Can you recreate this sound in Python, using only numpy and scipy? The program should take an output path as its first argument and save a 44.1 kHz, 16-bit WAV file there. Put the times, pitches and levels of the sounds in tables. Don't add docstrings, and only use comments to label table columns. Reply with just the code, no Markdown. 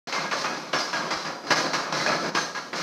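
import sys
import numpy as np
from scipy import signal
from scipy.fft import rfft, irfft
from scipy.io import wavfile
from scipy.ndimage import uniform_filter1d

SR = 44100
rng = np.random.default_rng(int(sys.argv[2]) if len(sys.argv) > 2 else 0)


def store_pcm(level_fs):
    pcm = np.round(np.clip(level_fs, -1, 1) * 32767).astype(np.int16)
    wavfile.write(sys.argv[1], SR, np.atleast_2d(pcm).T)


def boost_factor(decibels):
    exponent = np.asarray(decibels, float) / 20
    return 10 ** exponent


N = 124362


def curve(table, hz):
    table = np.array(table, float)
    return np.interp(np.log(np.maximum(hz, 1)), np.log(table[:, 0]), table[:, 1])


def colour(x, db):
    half = len(x) // 2
    cepstrum = irfft(db * np.log(10) / 20, len(x))
    cepstrum[1:half] *= 2
    cepstrum[half + 1:] = 0
    return irfft(rfft(x) * np.exp(rfft(cepstrum)), len(x))


def walk(rate):
    k = int(SR / rate)
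    steps = np.repeat(rng.standard_normal(N // k + 1), k)
    return 1.29 * uniform_filter1d(uniform_filter1d(steps, k), k)[:N]


def swell(t, start, length):
    return np.sin(np.pi * np.clip((t - start) / length, 0, 1)).clip(0)


# [f/Hz, level/dB, t60/s]
IRON_MODES = [(175.6, -6, 0.57), (329.5, -8, 0.13), (544.5, -2.5, 0.14), (648, -7.5, 0.073),
              (1014.7, -5.5, 0.34), (1260, -21, 0.65), (1436, -14, 0.32), (1643, 0, 0.31),
              (2104, -9, 0.066), (4100, -9.5, 0.023), (4450, -13, 0.041), (4880, -8.5, 0.087),
              (5200, -14, 0.058), (6300, -14, 0.15)]
# [f/Hz, density/dB per Hz]
CRUNCH_SPECTRUM = [(20, -2.5), (100, -16.5), (167, -3.5), (600, -4), (1270, 0.5), (2880, -13.5),
                   (5270, -13.5), (14000, -13)]


def iron_ring(hz):
    scatter_db, t60_scale = 4, 0.37
    modes = 0
    for f, mode_db, t60 in IRON_MODES:
        detune, uneven = rng.standard_normal(2)
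        f = f * (1 + 0.0038 * detune)
        half = np.log(1000) / (2 * np.pi * t60 * t60_scale)
        modes = modes + boost_factor(mode_db + scatter_db * uneven) * half / (half + 1j * (hz - f))
    return modes


def crunches(rows, gain_db, attack, release, crack_db, size=16384):
    bass_hz, treble_hz, grain_spread_db = 660, 3000, 2
    iron_db, crack_s, crack_hz = -10.5, .012, 2200
    out = np.zeros(N + size)
    t = np.arange(size) / SR
    hz = np.arange(size // 2 + 1) * SR / size
    base = curve(CRUNCH_SPECTRUM, hz)
    norm = np.sqrt(np.mean(boost_factor(2 * base)))
    low = 1 / (1 + (hz / bass_hz) ** 4)
    high = 1 / (1 + (treble_hz / (hz + 1)) ** 4)
    crack_band = 1 + 1j * (hz / crack_hz - crack_hz / (hz + 1)) * 1.6
    for s, db, hold, bass_db, treble_db in rows:
        grain_size = np.repeat(np.minimum(rng.exponential(size=size // 32), 3.0), 32)
        grains = rng.standard_normal(size) * boost_factor(grain_spread_db * grain_size)
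        env = np.clip(t / attack, 0, 1) ** 2 * np.exp(-np.maximum(t - attack - hold, 0) / release)
        grains = grains * np.sqrt(np.sum(env ** 2) / np.sum((grains * env) ** 2))
        push = colour(grains * env, bass_db * low + treble_db * high)
        direct = colour(push, base) / norm
        ring = boost_factor(iron_db + 19) * irfft(rfft(push) * iron_ring(hz), size)
        first = push * np.exp(-np.maximum(t - attack, 0) / crack_s)
        crack = boost_factor(crack_db) * irfft(rfft(first) / crack_band, size)
        i = max(int((s - attack) * SR), 0)
        out[i:i + size] += boost_factor(db + gain_db) * (direct + ring + crack)
    return out[:N]


# [t/s, level/dB, crunch length/s, bass/dB, treble/dB]
STAMP_BLOWS = [(0.126, -16, 0.037, -8, -1.5), (0.314, -13, 0.016, -10.5, -5),
               (0.444, -15.5, 0.018, -2, -3.5), (0.733, -13, 0.03, -3, -2), (0.931, -17.5, 0.043, -5.5, -1),
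               (1.108, -17, 0.028, -2, 0.5), (1.252, -23, 0.029, 1, 0), (1.507, -8, 0.017, -1, 0),
               (1.734, -13, 0.024, -6, -0.5), (1.925, -17.5, 0.033, 2, 0), (2.063, -15, 0.029, 1, -1.5),
               (2.35, -14, 0.025, -5.5, 0.5), (2.55, -21, 0.034, -8.5, -2), (2.731, -19, 0.016, -3.5, -4)]


def blows(k):
    return crunches(STAMP_BLOWS[k::3], -5.5, attack=.006, release=0.018, crack_db=-1)


# [t/s, level/dB, length/s, bass/dB, treble/dB]
SLIDES = [(.04, -27.5, 0.059, -0.5, 3), (.17, -24, 0.09, 0, -2), (.333, -27, 0.015, 1.5, 6),
          (.37, -27, 0.05, 3.5, 7), (.48, -28, 0.096, 3.5, 0), (.79, -23, 0.016, 2, 7.5),
          (.98, -26.5, 0.097, 2.5, -1.5), (1.17, -30.5, 0.054, -5, 5), (1.28, -24, 0.029, -1.5, -13),
          (1.44, -32.5, 0.022, 6, -5), (1.47, -29.5, 0.033, 4.5, 3.5), (1.56, -20, 0.04, 0, 4.5),
          (1.645, -21.5, 0.031, 2.5, -4.5), (1.78, -22, 0.024, -6, -5), (.6, -34.5, 0.096, 1, -0.5),
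          (.85, -28.5, 0.093, -7.5, -0.5), (1.84, -27, 0.059, -1.5, -5.5), (1.97, -22, 0.069, 1.5, 3.5),
          (2.1, -19, 0.048, 1.5, -3), (2.2, -29.5, 0.089, 10.5, 5.5), (2.245, -21, 0.027, -0.5, -11),
          (2.375, -25.5, 0.033, 1.5, 7), (2.465, -31.5, 0.022, -3, -13), (2.575, -28.5, 0.016, 1, -15),
          (2.76, -23.5, 0.087, -0.5, 4.5)]


def rattles(k):
    return crunches(SLIDES[k::3], -3.5, attack=.014, release=0.03, crack_db=-39)


# [t/s, peak/dB, f/Hz]
HARD_KNOCKS = [(0.086, -19, 743), (0.126, -17, 2180), (0.131, -18, 2170), (0.182, -12, 1190),
               (0.316, -16, 1110), (0.445, -11, 1190), (0.735, -14, 1150), (0.901, -29, 1120),
               (0.931, -16, 1620), (1.11, -21, 2040), (1.115, -23, 1440), (1.25, -17, 1040),
               (1.433, -34, 660), (1.449, -27, 689), (1.461, -24, 659), (1.507, -12, 1030),
               (1.735, -7, 2070), (1.839, -24, 1170), (1.928, -14, 1100), (2.064, -17, 894),
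               (2.064, -13, 1670), (2.269, -16, 1320), (2.351, -12, 1040), (2.376, -19, 1240),
               (2.551, -20, 1620), (2.732, -14, 2040), (2.735, -22, 1450),
               (0.321, -19, 1550), (0.33, -17, 1070), (0.339, -14, 564), (0.458, -13, 1540),
                  (0.735, -12.5, 584), (0.744, -13, 1150), (1.507, -8, 610), (1.518, -8, 2010),
                  (1.526, -10, 799), (1.533, -11, 1060), (1.603, -14, 640), (1.661, -14, 546),
                  (1.749, -13, 1690), (2.078, -11, 581), (2.351, -11, 1030), (2.387, -10, 1240)]


def knocks(t):
    gain_db, decay_cycles = -3.5, 2
    contacts = HARD_KNOCKS
    sides = np.sign(rng.standard_normal(len(contacts)))
    out = 0
    for (s, db, hz), side in zip(contacts, sides):
        cycles = np.maximum(t - s, 0) * hz
        out = out + side * boost_factor(db + gain_db) * np.exp(-cycles / decay_cycles) * np.sin(2 * np.pi * cycles)
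    return out


# [t/s, f/Hz, level/dB, t60/s]
CAM_CLANKS = [(.13, 2100, -26, 0.32), (.315, 1100, -23, 0.11), (.335, 570, -26.5, 0.23),
              (.457, 2530, -30, .2), (.445, 1250, -27.5, .2), (.733, 2900, -31, 0.065),
              (.74, 1100, -26, .15), (.935, 1620, -24.5, .3), (1.112, 1300, -30, .12),
              (1.51, 1100, -27, .1), (1.515, 565, -25.5, .25), (1.508, 1900, -25, .06),
              (2, 2065, -25, 0.13), (1.5, 8300, -40, .08), (1.935, 1415, -25, .2),
              (2.075, 2512, -24.5, 0.13), (2.062, 1670, -24, .25), (2.065, 600, -26, .3),
              (2.125, 1690, -26.5, .2), (1.11, 2050, -27.5, .1), (2.37, 1244, -23, .2),
              (2.36, 1610, -25.5, .25), (2.35, 5200, -34, .08), (2.555, 1658, -32, 0.19)]


def clanks(t):
    gain_db, roughness, t60_scale, rise_s = -2.5, 1.43, 0.97, 0.0011
    out = 0
    for s, hz, db, t60 in CAM_CLANKS:
        u = np.maximum(t - s, 0)
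        chatter = 1 + roughness * (walk(110) + 1j * walk(110))
        note = np.imag(chatter * np.exp(2j * np.pi * hz * u))
        decay = boost_factor(gain_db + db - 60 * u / (t60 * t60_scale))
        out = out + decay * np.minimum(u / rise_s, 1) * note
    return out


# [t/s, length/s, f/Hz, level/dB]
SINGING = [(0.43, .2, 4905, -50), (.743, .052, 5394, -26.5), (.795, 0.068, 4903, -30),
           (.87, .06, 5300, -37), (.97, 0.051, 4200, -37), (1.414, .1, 4900, -42), (1.565, .045, 6150, -29),
           (1.61, .06, 6100, -39), (1.68, 0.056, 4300, -40), (1.8, 0.055, 4800, -37),
           (2.01, .09, 4300, -40), (2.13, .05, 4400, -38), (2.22, .095, 4900, -39),
           (2.095, 0.056, 1322, -24), (2.175, 0.057, 1325, -27.5), (2.4, 0.057, 6145, -30.5),
           (2.365, .04, 6290, -32), (2.36, 0.069, 6591, -37), (.49, 0.088, 1660, -34.5)]


def squeal(t):
    shaft_hz, wobble, edge = 4903, 0.00102, 0.49
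    flicker = boost_factor(1.6 * walk(38.2))
    clock = np.cumsum(1 + wobble * walk(29.5)) / SR
    out = boost_factor(-58) * np.sin(2 * np.pi * shaft_hz * clock)
    for s, length, hz, db in SINGING:
        out = out + boost_factor(db) * swell(t, s, length) ** edge * np.sin(2 * np.pi * hz * clock)
    return flicker * out


def floor_bump(t):
    u = t - 1.167
    return boost_factor(-24) * np.exp(-(u / 0.0064) ** 2) * np.sin(2 * np.pi * 55 * u)


# [f/Hz, t60/s]
SHED_DECAY = [(125, 0.39), (500, 0.56), (2000, 0.38), (5000, 0.53), (12000, 0.57)]


def shed(extra_db, size=32768):
    level_db, rise_s = -3, 0.02
    t = np.arange(size) / SR
    tail = 0
    for hz in 90 * 2. ** np.arange(0, 7.6, .5):
        sos = signal.butter(2, [hz / 1.19, hz * 1.19], "band", fs=SR, output="sos")
        band = signal.sosfilt(sos, rng.standard_normal(size))
        tail = tail + band * boost_factor(-60 * t / curve(SHED_DECAY, hz))
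    tail = tail * (1 - np.exp(-t / rise_s))
    return boost_factor(level_db + extra_db) * tail / np.sqrt(np.sum(tail ** 2)) + (t == 0)


# [f/Hz, density/dB per Hz]
RUMBLE_SPECTRUM = [(20, -13), (110, -15.5), (174, -5), (786, -10), (1300, -13), (2780, -21.5),
                   (5270, -22.5), (14000, -12.5)]


def rumble():
    n = N + N % 2
    grains = rng.standard_normal(n) * boost_factor(1.5 * np.minimum(rng.exponential(size=n), 3.0))
    x = colour(grains, curve(RUMBLE_SPECTRUM, np.arange(n // 2 + 1) * SR / n))[:N]
    return x / np.sqrt(np.mean(x ** 2)) * boost_factor(-35.5 + 0.96 * walk(10.4))


def scene():
    t = np.arange(N) / SR
    mill = signal.fftconvolve(clanks(t), shed(-3.5))[:N]
    for k in range(3):
        mill = mill + signal.fftconvolve(blows(k) + rattles(k), shed(0))[:N]
    return (mill + knocks(t) + squeal(t) + floor_bump(t) + rumble())[None]


# [t/s, length/s, depth/dB]
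GAIN_SAGS = [
    (1.536, 0.034, -2.5),
    (2.295, 0.055, -6),
]


def gain_control(t):
    return boost_factor(sum(db * np.sqrt(swell(t, s, length)) for s, length, db in GAIN_SAGS))


# [f/Hz, gain/dB]
MIC_RESPONSE = [(20, -29), (100, -16.5), (150, -3.5), (6000, -3), (7500, -18), (9500, -25.5), (11500, -28),
                (14000, -30.5)]


def microphone(x):
    ceiling = 0.5
    x = colour(x, curve(MIC_RESPONSE, np.arange(len(x) // 2 + 1) * SR / len(x)))
    return ceiling * np.tanh(x / ceiling)


# [f/Hz, threshold/dB under the local level]
TREBLE_GATE = [(6000, -30), (7500, -6), (9000, -1), (11500, -1.5), (13000, -.5), (14200, 0)]


def patchy_treble(x):
    top_hz, wander_hz = 14180, 120
    hz, _, z = signal.stft(x, SR, "cosine", nperseg=2048)
    group = uniform_filter1d(uniform_filter1d(np.abs(z) ** 2, size=8, axis=0), size=2, axis=1)
    local = uniform_filter1d(group, size=80, axis=0)
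    strong = group > local * boost_factor(2 * curve(TREBLE_GATE, hz))[:, None]
    below_top = hz[:, None] < top_hz + wander_hz * rng.standard_normal(z.shape[1])
    return signal.istft(z * (strong & below_top), SR, "cosine", nperseg=2048)[1][:N]


def low_pass(x):
    return signal.sosfilt(signal.butter(12, 14720, fs=SR, output="sos"), x)


def record(dry):
    start_s, fade_s = 0.071, 0.0018
    t = np.arange(N) / SR
    x = dry[0] * gain_control(t) * np.clip((t - start_s) / fade_s, 0, 1)
    x = microphone(np.pad(x, (0, 4096 + N % 2)))
    mix = patchy_treble(x) * (t > start_s)
    return low_pass(mix[None])


dry = scene()
out = record(dry)
store_pcm(out)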